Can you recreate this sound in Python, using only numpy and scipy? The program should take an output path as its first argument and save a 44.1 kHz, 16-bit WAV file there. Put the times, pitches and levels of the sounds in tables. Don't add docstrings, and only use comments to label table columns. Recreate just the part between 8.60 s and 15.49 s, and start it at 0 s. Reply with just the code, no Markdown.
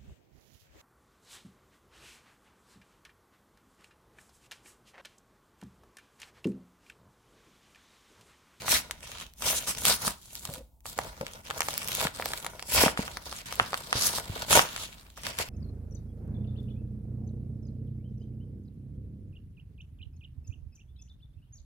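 import sys
import numpy as np
from scipy import signal
from scipy.fft import rfft, irfft
from scipy.io import wavfile
from scipy.ndimage import map_coordinates

SR = 44100
rng = np.random.default_rng(int(sys.argv[2]) if len(sys.argv) > 2 else 0)


def to_wav(s):
    ch = np.atleast_2d(s).T
    pcm = np.round(np.clip(ch, -1, 1) * 32767)
    wavfile.write(sys.argv[1], SR, pcm.astype(np.int16))


N = 303849

# [t/s, pop level/dB, pop f/Hz, crack level/dB]
SNAPS = [(0.0816, -20.5, 1199, -41), (0.31, -28.5, 1540, -32.5), (0.8221, -29, 1140, -28),
         (1.2525, -23, 930, -17), (1.4784, -22, 1140, -23), (1.8523, -36.5, 970, -28.5),
         (2.2562, -32, 1060, -41), (2.3881, -15.5, 840, -29.5), (2.6115, -30, 1005, -39),
         (2.6664, -32, 2300, -39), (2.902, -29.5, 876, -34), (2.9087, -23, 1260, -34),
         (3.006, -21.5, 1350, -24), (3.0189, -17.5, 2620, -34), (3.0854, -21.5, 920, -29),
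         (3.4132, -25, 1110, -28), (3.4702, -21.5, 1610, -48), (3.598, -22.5, 740, -42),
         (3.6237, -23, 1910, -51), (3.659, -23.5, 755, -46), (3.735, -25, 1470, -28.5),
         (3.8464, -28.5, 990, -34), (3.8648, -24, 1780, -31), (3.9949, -32, 1880, -45),
         (4.0252, -33.5, 835, -38.5), (4.179, -21, 990, -27), (4.236, -14, 700, -24),
         (4.2807, -13, 1370, -40), (4.3745, -23, 1330, -49), (4.479, -29.5, 1190, -41),
         (4.5706, -22.5, 1820, -35.5), (4.726, -27.5, 1160, -37), (4.925, -26, 1115, -33),
         (4.998, -9.5, 1240, -36), (5.131, -18, 1010, -36.5), (5.1425, -20.5, 1340, -32.5),
         (5.3282, -15.5, 1240, -30), (5.584, -22, 1010, -48), (5.9285, -10, 1310, -16.5),
         (5.9666, -12.5, 742, -19), (5.9737, -9.5, 1010, -34), (5.993, -7.5, 1240, -31),
         (6.575, -35.5, 1440, -51), (6.6671, -22, 2340, -31.5), (6.7875, -29, 2520, -25.5)]


def undb(db):
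    return 10 ** (np.asarray(db) / 20)


def unit(x):
    return x / np.sqrt(np.mean(x ** 2))


def sized(x, db, seconds):
    return x * undb(db) * np.sqrt(2 * seconds * SR / np.sum(x ** 2))


def add(out, s, x):
    i = max(int(s * SR), 0)
    out[:, i:i + x.shape[1]] += x[:, :max(N - i, 0)]


def curves(table):
    s, *columns = np.transpose(table)
    return [np.interp(np.arange(N) / SR, s, c) for c in columns]


def walk(rate):
    knots = rng.standard_normal(N // 10)
    return np.interp(np.arange(N) * rate / SR, np.arange(len(knots)), knots)


def convolve(x, kernel):
    return signal.fftconvolve(x, np.atleast_2d(kernel), axes=1)[:, :x.shape[1]]


def response(points, size=4096):
    hz, db = np.transpose(points)
    f = np.maximum(np.arange(size // 2 + 1) * SR / size, 1)
    cepstrum = irfft(np.log(undb(np.interp(np.log(f), np.log(hz), db))))
    cepstrum[1:size // 2] *= 2
    cepstrum[size // 2 + 1:] = 0
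    return irfft(np.exp(rfft(cepstrum)))


def colour(x, ring):
    return convolve(x, ring / np.sqrt(np.sum(ring ** 2)))


def resonate(x, hz, width_hz):
    return signal.lfilter(*signal.iirpeak(hz, hz / width_hz, fs=SR), x)


def lowpass(x, hz):
    return signal.lfilter(*signal.butter(1, hz, fs=SR), x)


def delay(x, ms):
    return map_coordinates(x, [np.arange(N) - ms * SR / 10 ** 3], order=3)


def quiet(level_db=-58):
    # [f/Hz, level/dB]
    quiet_spectrum = [(20, -10.5), (55, 7), (100, -9), (160, -10), (400, -29.5), (900, -23), (1500, -51.5),
                      (16000, -35)]
    shared = rng.standard_normal(N)
    noise = shared + 0.36 * rng.standard_normal((2, N))
    return undb(level_db + 1.7 * walk(21)) * unit(convolve(noise, response(quiet_spectrum)))


def room(x, t60_s=0.34, tail_db=-12, early_db=-14, early_s=0.0024, damp_hz=5000):
    t = np.arange(SR * 2 // 3) / SR
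    tail = rng.standard_normal((2, len(t))) * undb(-60 * t / t60_s) * (1 - np.exp(-t / early_s))
    early = rng.standard_normal((2, len(t))) * np.exp(-t / early_s) * (t > .0015)
    echoes = undb(tail_db) * unit(tail) + undb(early_db) * unit(early)
    return convolve(x, lowpass(echoes, damp_hz) / np.sqrt(len(t)))


def close_pair(x, alike_hz=600, alike=0.45):
    shared = alike * lowpass((x[0] - x[1]) / 2, alike_hz)
    return x - np.array([shared, -shared])


def table_bounce(x, bounce_db=-11, lag_ms=0.3054, wander=0.33, rate=7):
    ms = lag_ms * np.exp(wander * walk(rate))
    mirrored = np.array([delay(port, ms) for port in x])
    return (x + undb(bounce_db) * mirrored) / np.hypot(1, undb(bounce_db))


def ports(x, off_centre=1):
    # [t/s, delay of the left port behind the right/ms]
    hand_place = [(2, -0.035), (2.6, 0.28), (4.1, 0.058), (4.3, -0.27)]
    lag_ms = off_centre * curves(hand_place)[0]
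    return np.array([delay(x, lag_ms / 2), delay(x, -lag_ms / 2)])


def radiate(power, apart):
    motion = np.sign(rng.standard_normal((3, N))) * np.sqrt(power)
    return (ports(motion[0]) + apart * motion[1:]) / np.hypot(1, apart)


def panels(x):
    # [f/Hz, width/Hz, level/dB]
    panel_modes = [(446, 145, -3.5), (647.4, 75, 3), (735, 210, -3), (974, 70, 3), (1267, 230, -11),
                   (1464, 76, -0.5), (2143, 170, -9)]
    return sum((-1) ** k * undb(db) * resonate(x, hz, width) for k, (hz, width, db) in enumerate(panel_modes))


def creaks(width_hz=50, body_hz=230, body_db=-3.0):
    # [t/s, length/s, level/dB, f/Hz]
    creak_table = [(1.868, 0.085, -52.5, 542), (1.938, 0.097, -52, 500), (2.599, 0.051, -40.5, 510)]
    out = np.zeros((1, N))
    for s, length, db, hz in creak_table:
        chatter = rng.standard_normal(SR // 2)
        ring = unit(resonate(resonate(chatter, hz, width_hz), hz, width_hz))
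        body = unit(resonate(resonate(chatter, body_hz, 2 * body_hz), body_hz, 2 * body_hz))
        n = int(length * SR)
        settled = (ring + undb(body_db) * body)[None, -n:]
        add(out, s, undb(db) * unit(settled * np.hanning(n)))
    return ports(out[0])


def thumps(gain_db=0, rattle=1.0, rattle_s=0.0057):
    # [t/s, level/dB, f/Hz]
    thump_table = [(1.474, -36, 213), (1.889, -37.5, 145), (2.609, -34, 194), (3.452, -30, 155),
                   (4.236, -20, 297), (4.263, -23, 219), (4.391, -24.5, 198), (5.011, -35, 109),
                   (5.354, -29.5, 118.8), (5.696, -30, 95), (5.974, -28, 290)]
    out, t = np.zeros((1, N)), np.arange(2 ** 12) / SR
    for s, db, hz in thump_table:
        cushion = -np.sin(2 * np.pi * hz * t) * np.exp(-t * hz)
        flap = resonate(rng.standard_normal(len(t)) * np.exp(-t / rattle_s), 2 * hz, 3.5 * hz)
        bump = resonate(unit(cushion) + rattle * unit(flap), hz, 3 * hz)
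        add(out, s, sized(bump[None], db + gain_db, .01) / np.sqrt(2))
    return ports(out[0])


def ticks(tick_ms=0.22, low_hz=2500):
    # [t/s, level/dB]
    tick_table = [(0.737, -46.5), (1.5075, -31), (1.7538, -30), (1.9387, -30), (2.206, -55), (2.379, -31),
                  (2.984, -33), (3.14, -27), (3.1789, -20), (3.276, -25.5), (3.351, -20), (3.6579, -20.5),
                  (4.956, -32)]
    power, ms = np.zeros((1, N)), np.arange(2 ** 9) / SR * 10 ** 3
    burst = ms * np.exp(-ms / tick_ms)
    for s, db in tick_table:
        add(power, s - tick_ms / 10 ** 3, sized(burst[None], db, .002) ** 2 / 2)
    x = radiate(power[0], apart=3.6)
    return x - lowpass(x, low_hz)


def pops(pop_db=-2.0, pop_cycles=0.25, ring_db=-8.5, upper=2.3, upper_db=-6, apart=0.65):
    out, t = np.zeros((2, N)), np.arange(2 ** 11) / SR
    for s, db, hz, _ in SNAPS:
        fold = t ** 2 * np.exp(-t * hz / pop_cycles)
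        phase = 2 * np.pi * hz * t
        wave = fold * (np.exp(1j * phase) + undb(upper_db) * np.exp(1j * upper * phase))
        push = unit(wave.imag)
        body = push + undb(ring_db) * unit(panels(push))
        side = apart * rng.choice([-1, 1]) * unit(wave.real)
        add(out, s, sized(np.array([body, side]), db + pop_db, .002) / np.sqrt(2))
    return ports(out[0], off_centre=0.57) + np.array([out[1], -out[1]])


def snap_tails(ring_db=-17, fade_ms=7, rate=500):
    out, ms = np.zeros((1, N)), np.arange(2 ** 11) / SR * 10 ** 3
    fade = np.sqrt(ms[None]) * np.exp(-ms / fade_ms)
    for s, db, _, _ in SNAPS:
        add(out, s, sized(fade, db + ring_db, .002) ** 2 / 2)
    settling = out[0] * slips(rate, 1.8, 0.41)
    return colour(radiate(settling, apart=0.95), panels(signal.unit_impulse(2 ** 11)))


def cracks(crack_db=2, crack_ms=.5, after_db=-21, after_ms=9):
    out, ms = np.zeros((1, N)), np.arange(2 ** 10) / SR * 10 ** 3
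    burst = ms / crack_ms * np.exp(-ms / crack_ms) + undb(after_db) * np.exp(-ms / after_ms)
    for s, _, _, db in SNAPS:
        add(out, s, sized(burst[None], db + crack_db, .002) ** 2 / 2)
    return out[0]


def strokes(t):
    # [peak t/s, build-up/s, fade/s, fibre hiss level/dB, panel rustle level/dB, treble lift/dB]
    pull_table = [(0.147, 0.079, 0.047, -21, -33, 2.5), (0.888, 0.071, 0.15, -27, -37, 5),
                  (1.085, 0.018, 0.047, -26, -42, 2), (1.28, 0.036, 0.075, -21, -32.5, 4.5),
                  (1.467, 0.078, 0.057, -30, -38.5, 1.5), (3.441, 0.13, 0.041, -35.5, -37, 2),
                  (4.15, 0.061, 0.029, -26.5, -37, 14), (4.195, 0.055, 0.039, -22, -22, 0),
                  (4.244, 0.083, 0.057, -25, -28, 0.5), (5.375, 0.031, 0.018, -36, -42, -9.5),
                  (5.44, 0.073, 0.1, -25.5, -40.5, 2.5), (5.573, 0.059, 0.035, -31, -34.5, 3.5),
                  (5.932, 0.046, 0.099, -22.5, -24.5, 4.5), (5.975, 0.063, 0.042, -24.5, -18.5, -6),
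                  (6.676, 0.043, 0.048, -39.5, -39, -4.5), (6.8, 0.019, 0.038, -33.5, -37, -5.5)]
    # [start t/s, length/s, fibre hiss level/dB, panel rustle level/dB,
    # treble lift/dB, swell over the slide/dB]
    slide_table = [(0, 0.49, -60.5, -54, -5.5, -17), (0.427, 0.21, -51, -57.5, -6, 4.5),
                   (1.016, 0.25, -44.5, -52, 9, 21.5), (1.518, 0.26, -59.5, -72, 18.5, 22.5),
                   (1.816, 0.14, -46, -55, 3, 4), (2.263, 0.067, -44.5, -56, 4, -6),
                   (2.364, 0.11, -49, -47, -4, 7.5), (2.512, 0.28, -55.5, -55, -2.5, 1.5),
                   (2.838, 0.14, -51, -52, -5, 12), (3.034, 0.43, -39, -49, 0.5, 0),
                   (3.547, 0.23, -42, -47, 1.5, 4.5), (3.822, 0.32, -57, -55.5, -1.5, -16),
                   (4.379, 0.25, -48.5, -50, -4.5, -14), (4.658, 0.15, -46, -53.5, -3, -4.5),
                   (4.862, 0.68, -47, -49.5, -3, -3), (5.626, 0.21, -46, -46.5, -1.5, 8),
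                   (6.081, 0.16, -42, -51.5, -2.5, 7), (6.285, 0.25, -60, -63, -4.5, -12.5),
                   (6.572, 0.3, -53, -52.5, -5.5, 3.5)]
    drop_db, roundness = 15, 1.64
    attack_s, release_s = .006, .024
    pull_wrinkles, slide_wrinkles = 0.1, 0.4
    for s, build, fade, *levels in pull_table:
        away = np.maximum((s - t) / build, (t - s) / fade)
        envelope = undb(-drop_db * np.minimum(away, 10) ** roundness)
        yield (envelope ** 2, *levels, pull_wrinkles)
    for s, length, *levels, swell_db in slide_table:
        outside = np.maximum((s - t) / attack_s, (t - s - length) / release_s)
        along = np.clip((t - s) / length, 0, 1)
        envelope = np.exp(-np.clip(outside, 0, 20)) * undb(swell_db * (along - .5))
        yield (envelope ** 2, *levels, slide_wrinkles)


def hands():
    t = np.arange(0, N, 2 ** 5) / SR
    hiss = drum = lift = share = 0
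    for power, hiss_db, rustle_db, lift_db, wrinkles in strokes(t):
        own = power * undb(hiss_db) ** 2
        hiss = hiss + own
        drum = drum + power * undb(rustle_db) ** 2
        lift = lift + own * lift_db
        share = share + own * wrinkles
    levels = [10 * np.log10(hiss), 10 * np.log10(drum)]
    return curves(np.transpose([t, *levels, lift / hiss, np.clip(share / hiss, 0, 1)]))


def flutter(hiss_db, rustle_db, base_db=-20, by_hiss=0.14, by_rustle=0.51):
    # [f/Hz, level/dB]
    flutter_spectrum = [(25, -33), (45, 0), (65, 1.5), (160, -1.5), (250, -5.5), (400, -11), (900, -62.5)]
    db = base_db + by_hiss * hiss_db + by_rustle * rustle_db
    return colour(radiate(undb(db) ** 2, apart=0.7), response(flutter_spectrum))


def slips(rate, spread_db, ring_ms):
    size = undb(2 * spread_db * np.minimum(rng.exponential(size=N), 4))
    grains = (rng.random(N) < rate / SR) * size
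    power = signal.lfilter([1], [1, -np.exp(-2 * 10 ** 3 / (ring_ms * SR))], grains)
    return power / power.mean()


def friction(db, rate, spread_db, ring_ms, share, wrinkle_rate=60):
    wrinkles = slips(wrinkle_rate, spread_db=2.7, ring_ms=1.1)
    return undb(db) ** 2 * ((1 - share) * slips(rate, spread_db, ring_ms) + share * wrinkles)


def rustle(rustle_db, wrinkles, catch, gain_db=0):
    power = friction(rustle_db + gain_db, 1500, 8.0, 0.21, wrinkles) * catch ** 2
    return colour(radiate(power, apart=0.71), panels(signal.unit_impulse(2 ** 11)))


def fingertips(hiss_db, catch, air_db=-25, growth=0.62, cutoff_hz=11000):
    x = radiate((undb(air_db + growth * hiss_db) * catch) ** 2, apart=2)
    return signal.lfilter(*signal.butter(2, cutoff_hz, "highpass", fs=SR), x)


def flex(x, shift_db=3.5, rate=45):
    out = 0
    for hz in 1500 * 2. ** np.arange(4):
        low = signal.sosfiltfilt(signal.butter(3, hz, fs=SR, output="sos"), x)
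        out = out + low * undb(shift_db * walk(rate))
        x = x - low
    return out + x * undb(shift_db * walk(rate))


def fibres(hiss_db, lift_db, wrinkles, catch, gain_db=1, split_hz=6000):
    # [f/Hz, level/dB]
    fibre_spectrum = [(500, -9.5), (1200, 2.5), (1900, 1.5), (3500, 2.5), (7000, 0.5), (11500, -2),
                      (13000, -5.5), (16000, -10.5)]
    power = friction(hiss_db + gain_db, 6000, 2.8, 0.93, wrinkles) * catch ** 2
    x = colour(radiate(power + cracks(), apart=3.0), response(fibre_spectrum))
    low = lowpass(x, split_hz)
    return low * undb(-lift_db) + (x - low) * undb(lift_db * 0.43)


def scene():
    hiss_db, rustle_db, lift_db, wrinkles = hands()
    catch = undb(1.32 * walk(190))
    hiss = table_bounce(flex(fibres(hiss_db, lift_db, wrinkles, catch)))
    rubbing = hiss + rustle(rustle_db, wrinkles, catch) + flutter(hiss_db, rustle_db)
    creases = pops() + snap_tails()
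    handling = ticks() + thumps() + creaks()
    mailer = rubbing + creases + handling + fingertips(hiss_db, catch)
    return close_pair(mailer + room(mailer)) + quiet()


def record(dry, top_hz=16300):
    clipped = np.clip(dry, -1, 1)
    return signal.sosfilt(signal.ellip(10, .2, 80, top_hz, fs=SR, output="sos"), clipped)


dry = scene()
out = record(dry)
to_wav(out)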